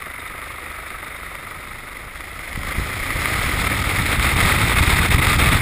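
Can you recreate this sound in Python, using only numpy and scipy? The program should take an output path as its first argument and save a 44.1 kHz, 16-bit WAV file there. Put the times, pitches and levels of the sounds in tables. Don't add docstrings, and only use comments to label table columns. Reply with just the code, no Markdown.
import sys
import numpy as np
from scipy import signal
from scipy.fft import rfft, irfft
from scipy.io import wavfile
from scipy.ndimage import uniform_filter1d

SR = 44100
rng = np.random.default_rng(int(sys.argv[2]) if len(sys.argv) > 2 else 0)


def elevation(decibels):
    levels = np.asarray(decibels, float)
    return 10 ** (levels / 20)


def wrap_up_sound(samples):
    columns = np.atleast_2d(samples).T
    tamed = np.clip(columns, -1, 1)
    steps = np.round(tamed * 32767).astype(np.int16)
    wavfile.write(sys.argv[1], SR, steps)


N = 247401


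def in_time(rows):
    s, *columns = np.vstack(rows).T
    return [np.interp(np.arange(N) / SR, s, c) for c in columns]


def rms_one(x):
    return x / np.sqrt(np.mean(x ** 2) + 1e-20)


def drift(rate_hz):
    r = np.exp(-2 * np.pi * rate_hz / SR)
    noise = rng.standard_normal(N + SR)
    return rms_one(signal.lfilter([1], [1, -2 * r, r * r], noise)[SR:])


def butter(x, order, hz, kind="low"):
    return signal.sosfilt(signal.butter(order, hz, kind, fs=SR, output="sos"), x)


def resonate(drive, modes, power, noisy=True):
    out = np.zeros(N)
    for k, (hz, width_hz, idle_db, power_db) in enumerate(modes):
        r = np.exp(-np.pi * width_hz / SR)
        x = drive * rng.standard_normal(N) if noisy else (-1) ** k * drive
        ring = [1, -2 * r * np.cos(2 * np.pi * hz / SR), r * r]
        band = signal.lfilter([1 - r * r, 0, r * r - 1], ring, x)
        out += elevation(idle_db + power * (power_db - idle_db)) * band
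    return out


def evened(x, level_db):
    return elevation(level_db) * x / np.sqrt(uniform_filter1d(x ** 2, size=SR // 3))


def turned(half_s, length_s, before, after):
    share = .5 + .5 * np.tanh((np.arange(N) / SR - half_s) / max(length_s, .005))
    return before + share * (after - before)


def puffs(turn, once_db, twice_db, lags, uneven_db, grain_db):
    strength = np.clip(1 + .12 * rng.standard_normal(400), 0, 2)[(turn + .45).astype(int)]
    once = once_db * np.cos(2 * np.pi * (turn - lags[0]))
    twice = twice_db * np.cos(4 * np.pi * (turn - lags[1]))
    return elevation(strength * (once + twice) + uneven_db + grain_db * drift(550.0))


# [f/Hz, width/Hz, idle level/dB, power level/dB]
CAVITY_MODES = [(970, 300, -14, -9.5), (1250, 150, -4, 0.5), (1510, 220, -14.5, -8.5)]
PORT_MODES = [(2010, 257, -4.5, -0.5), (2182, 340, -8, -0.5), (2580, 330, -28, -4.5)]


def hiss(turn, power, beat, shared_db, facing):
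    cavity = puffs(turn, 3 * beat, beat, (.96, .9), shared_db + .6 * drift(20.), 1.5)
    port = puffs(turn, 1.3 + .7 * power, 1.5 * beat - .6 * power, (.97, .83), shared_db + .6 * drift(20.), 1.5)
    out = facing ** 0.27 * resonate(cavity, CAVITY_MODES, power) + resonate(port, PORT_MODES, power)
    return butter(out, 3, [950, 2700], "band")


# [f/Hz, width/Hz, idle level/dB, power level/dB]
EDGE_MODES = [(3290, 590, -8, 6.5), (3990, 510, -15, 1), (5130, 660, -13.5, -0.5)]
WHISTLE_MODE = [(3650, 150, -2., 10.5)]
# [half-way t/s, length/s, power share before, after]
EDGE_WAKING = (2.15, -1, 0., 0.3)


def edge_tones(turn, power, beat, shared_db, facing):
    drive = puffs(turn, 1.3 * beat, 1.2 * beat, (.17, .26), shared_db + .3 * drift(20.), 2)
    awake = np.maximum(power, turned(*EDGE_WAKING))
    out = resonate(drive, EDGE_MODES, awake) + facing * resonate(drive, WHISTLE_MODE, power)
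    return butter(out, 3, 2950, "high")


# [f/Hz, width/Hz, idle level/dB, power level/dB]
FLUTTER_MODES = [(268, 198, 0, 3.5), (550, 440, 0.5, -5.5), (836, 230, -8, 1.5)]


def flutter(turn, power, beat, shared_db):
    uneven_db = .7 * shared_db + .7 * drift(12.)
    drive = puffs(turn, 3.2 * beat - 1.5 * power, beat - .6 * power, (.04, .98), uneven_db, 2.2)
    return butter(resonate(drive, FLUTTER_MODES, power), 2, [180, 1050], "band")


# [start t/s, end t/s, level/dB]
LEVEL_STEPS = [(2.65, 2.735, 1.5), (2.803, 2.818, 2), (3.543, 3.572, -2), (3.678, 3.697, -3.5),
               (3.827, 3.839, -5.), (4.04, 4.048, -5), (4.087, 4.143, 2.), (4.172, 4.195, -5),
               (4.205, 4.206, -33), (4.332, 4.363, -5.), (4.406, 4.417, 4.5), (4.571, 4.572, -31),
               (4.74, 4.755, -8), (4.809, 4.817, -13), (4.851, 4.864, -5.5), (4.94, 4.964, -3.5),
               (4.998, 5.015, -7), (5.071, 5.085, -8), (5.091, 5.103, -13.5), (5.106, 5.15, 0.5),
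               (5.15, 5.18, -7.5), (5.204, 5.213, -14), (5.368, 5.385, -9), (5.496, 5.515, -5.5),
               (5.581, 5.62, -6.5)]


def lulls():
    steps_db = np.zeros(N + SR)
    for start, end, change_db in LEVEL_STEPS:
        steps_db[round(start * SR):round(end * SR)] += change_db
    return uniform_filter1d(steps_db[:N], size=SR // 130)


# [t/s, level/dB]
WASH_LEVEL = [(0, -34), (1.0, -34), (2.0, -36.5), (2.3, -36), (2.58, -33), (2.69, -29.5), (2.84, -29),
              (3.1, -27.5), (3.26, -24.5), (3.4, -24), (3.95, -24), (4.35, -21), (4.5, -19), (4.7, -22),
              (4.8, -19.5), (5.15, -21), (5.45, -19.5), (5.61, -20.5)]
# [half-way t/s, length/s, level/dB before, after]
EDGE_BALANCE = (2.5, 1.4, -12.5, -6.5)
FLUTTER_BALANCE = (2, 1.3, -10., -8.5)


def slipstream(turn, power):
    t = np.arange(N) / SR
    shared_db = (.2 + .8 * power) * drift(25.) + .6 * drift(70.)
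    beat = np.interp(t, [0, 2.4], [1.4, .75])
    facing = elevation(-10. * np.exp(-((t - 2.84) / .73) ** 2))
    step_gain = elevation(lulls())
    level_db = in_time(WASH_LEVEL)[0] - .2
    out = evened(step_gain * hiss(turn, power, beat, shared_db, facing), level_db)
    edge = step_gain * edge_tones(turn, power, beat, shared_db, facing)
    out += evened(edge, level_db - in_time(WASH_LEVEL)[0] + in_time(WASH_LEVEL)[0] * 0 + turned(*EDGE_BALANCE)
                  + in_time(WASH_LEVEL)[0])
    flaps = step_gain ** 1.1 * flutter(turn, power, beat, shared_db)
    return out + evened(flaps, level_db + turned(*FLUTTER_BALANCE))


def exhaust(turn, power):
    barks = np.zeros(N) + 1e-18
    firing = np.flatnonzero(np.diff(np.floor(turn + .17)))
    uneven_db = 2 * rng.standard_normal(len(firing))
    barks[firing] = elevation(in_time(WASH_LEVEL)[0][firing] + 27 - 5 * power[firing] + uneven_db)
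    ring = resonate(barks, CAVITY_MODES + PORT_MODES, power, noisy=False)
    return ring + elevation(-6) * resonate(barks, FLUTTER_MODES, power, noisy=False)


# [multiple of firing rate, idle level/dB, power level/dB], both relative to the buffet
FIRING_ORDERS = [(1, -7., -14.), (1.5, -20., -14.), (2, -10., -18.), (3, -8., -25.), (4, -13., -26.),
                 (6, -16., -30.)]


def firing_hum(turn, power, level_db):
    out = np.zeros(N)
    for order, idle_db, power_db in FIRING_ORDERS:
        order_db = level_db + idle_db + power * (power_db - idle_db) + 3 * drift(3)
        out += elevation(order_db) * np.sin(2 * np.pi * order * turn + order)
    return out


# [half-way t/s, length/s, level/dB before, after]
BUFFET_BALANCE = (1.5, 0.5, -10, -5.)
# [t/s, peak level/dB, push or pull, width/ms]
GUSTS = [(2.577, -14., 1, 2.2), (2.652, -21.0, 1, 2.6), (2.784, -12.5, -1, 2.), (3.014, -19.2, -1, 5.4),
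         (3.284, -18.2, -1, 3.2), (3.323, -18.3, 1, 2.5), (3.351, -17.0, 1, 3.3), (3.443, -15.4, -1, 5.6),
         (3.578, -16.4, -1, 3.1), (3.873, -14.6, 1, 2.9), (3.981, -14.6, 1, 2.9), (4.093, -14.7, -1, 3.7),
         (4.365, -12.4, 1, 2.9), (4.429, -10.2, 1, 2.9), (4.524, -12.4, -1, 3.2), (4.777, -10.0, -1, 4.2),
         (4.81, -7.7, 1, 3.3), (4.878, -9.5, -1, 4.4), (4.933, -8.8, -1, 3.9), (5.147, -4.8, 1, 3.0),
         (5.276, -8.8, -1, 3.5), (5.425, -9.8, 1, 2.7), (5.494, -9.6, 1, 3.4), (5.554, -7.5, -1, 4.0),
         (2.798, -12.5, -1, 1.8)]


def pressure_db(power):
    t = np.arange(N) / SR
    lope_db = .5 * (1 - power) ** 4 * np.cos(2 * np.pi * 4.05 * (t - .0056))
    energy = elevation(in_time(WASH_LEVEL)[0] + turned(*BUFFET_BALANCE) + 5 * power + lope_db) ** 2
    for s, peak_db, _, _ in GUSTS:
        wake = np.exp(-np.abs(t - s) / np.where(t < s, .018, .036))
        energy += (elevation(peak_db - 10.5) * wake) ** 2
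    return 10 * np.log10(energy)


# [f/Hz, level/dB per Hz]
BUFFET_COLOUR = [(8.8, -39), (15, -8), (54, 2.5), (76, -1.5), (100, -7.5), (139, -5.5), (320, -16),
                 (420, -56)]
# [f/Hz, width/Hz, idle level/dB, power level/dB]
CASE_MODE = [(84, 44, -17.5, -2)]
# [half-way t/s, length/s, level/dB before, after]
TOP_SHELTER = (3.5, -4.3, -6.5, 3.5)


def lumpy_pressure(power):
    hz, shape = np.fft.rfftfreq(N, 1 / SR), np.array(BUFFET_COLOUR)
    colour = elevation(np.interp(np.log(hz + 1), np.log(shape[:, 0]), shape[:, 1], -70., -70.))
    lumps = irfft(rfft(rng.standard_normal(N) * elevation(2.2 * drift(27.0))) * colour, N)
    lumps += resonate(lumps, CASE_MODE, power, noisy=False)
    split_hz = 129
    top = butter(lumps, 2, split_hz, "high")
    return butter(lumps, 2, split_hz) - elevation(turned(*TOP_SHELTER)) * top


def buffet(turn, power):
    level_db = pressure_db(power)
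    t, gusts, calm = np.arange(N) / SR, np.zeros(N), np.ones(N)
    for s, peak_db, push, width_ms in GUSTS:
        bump = np.exp(-np.abs((t - s) / (.0006 * width_ms)) ** 1.3)
        gusts += np.sign(push) * elevation(peak_db + .5) * bump
        calm *= 1 - .85 * np.exp(-((t - s) / .013) ** 2)
    out = calm * evened(lumpy_pressure(power), level_db - 0.5) + firing_hum(turn, power, level_db)
    gusts = butter(gusts, 1, 18, "high")
    return out + gusts + resonate(gusts, CASE_MODE, power, noisy=False)


# [t/s, peak level/dB, treble level/dB relative]
TRIM_TICKS = [(0.021, -21, -21), (0.058, -22, -20), (0.379, -21, -22), (0.416, -20, -22), (0.903, -19, -25),
              (1.352, -21, -18), (2.206, -21, -16), (2.391, -19, -23), (2.529, -21, -15), (2.557, -16, -22),
              (2.632, -17, -20), (3.104, -9, -20), (3.256, -6, -24), (3.34, -10, -21), (4.195, -10, -15),
              (4.403, -5, -16), (5.268, -6, -16)]
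# [f/Hz, width/Hz, idle level/dB, power level/dB]
TRIM_MODE = [(2060, 250, -7, -4)]


def rattles():
    dull, bright = np.zeros((2, N)) + 1e-18
    for s, peak_db, bright_db in TRIM_TICKS:
        i = round((s + .001) * SR)
        dull[i] = elevation(peak_db + 25.5)
        bright[i] = elevation(peak_db + 35 + bright_db)
    out = resonate(dull, CAVITY_MODES + PORT_MODES, 0, noisy=False)
    out -= resonate(dull, TRIM_MODE, 0, noisy=False)
    return out + resonate(bright, EDGE_MODES, 0, noisy=False)


# [t/s, f/Hz]
BLADE_RATE = [(0, 24.9), (1, 24.85), (2.1, 24.72), (2.6, 25.4), (2.9, 28.3), (3.1, 31.5), (3.3, 36),
              (3.5, 38.8), (3.9, 41), (4.3, 44), (4.7, 45), (5.1, 45.5), (5.61, 48.5)]


def scene():
    per_s, = in_time(BLADE_RATE)
    turn = .32 + np.cumsum(per_s) / SR
    power = np.clip((per_s - 25) / 22, 0, 1)
    return (slipstream(turn, power) + exhaust(turn, power) + buffet(turn, power) + rattles())[None]


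def band_limit(x):
    return signal.sosfilt(signal.butter(12, 15770, fs=SR, output="sos"), x)


def record(dry):
    held_hz, play_hz, hold, top_hz = 12000, 48000, 4, 15350
    x = butter(dry, 6, 5500.)
    slow = signal.resample_poly(x, held_hz // 300, SR // 300, axis=1)
    held = np.repeat(1.24 * np.tanh(slow / 1.127), hold, axis=1)[:, hold // 2:]
    x = signal.resample_poly(held, SR // 300, play_hz // 300, axis=1)
    mix = irfft(rfft(x, N) * (np.fft.rfftfreq(N, 1 / SR) < top_hz), N)
    return band_limit(mix)


dry = scene()
out = record(dry)
wrap_up_sound(out)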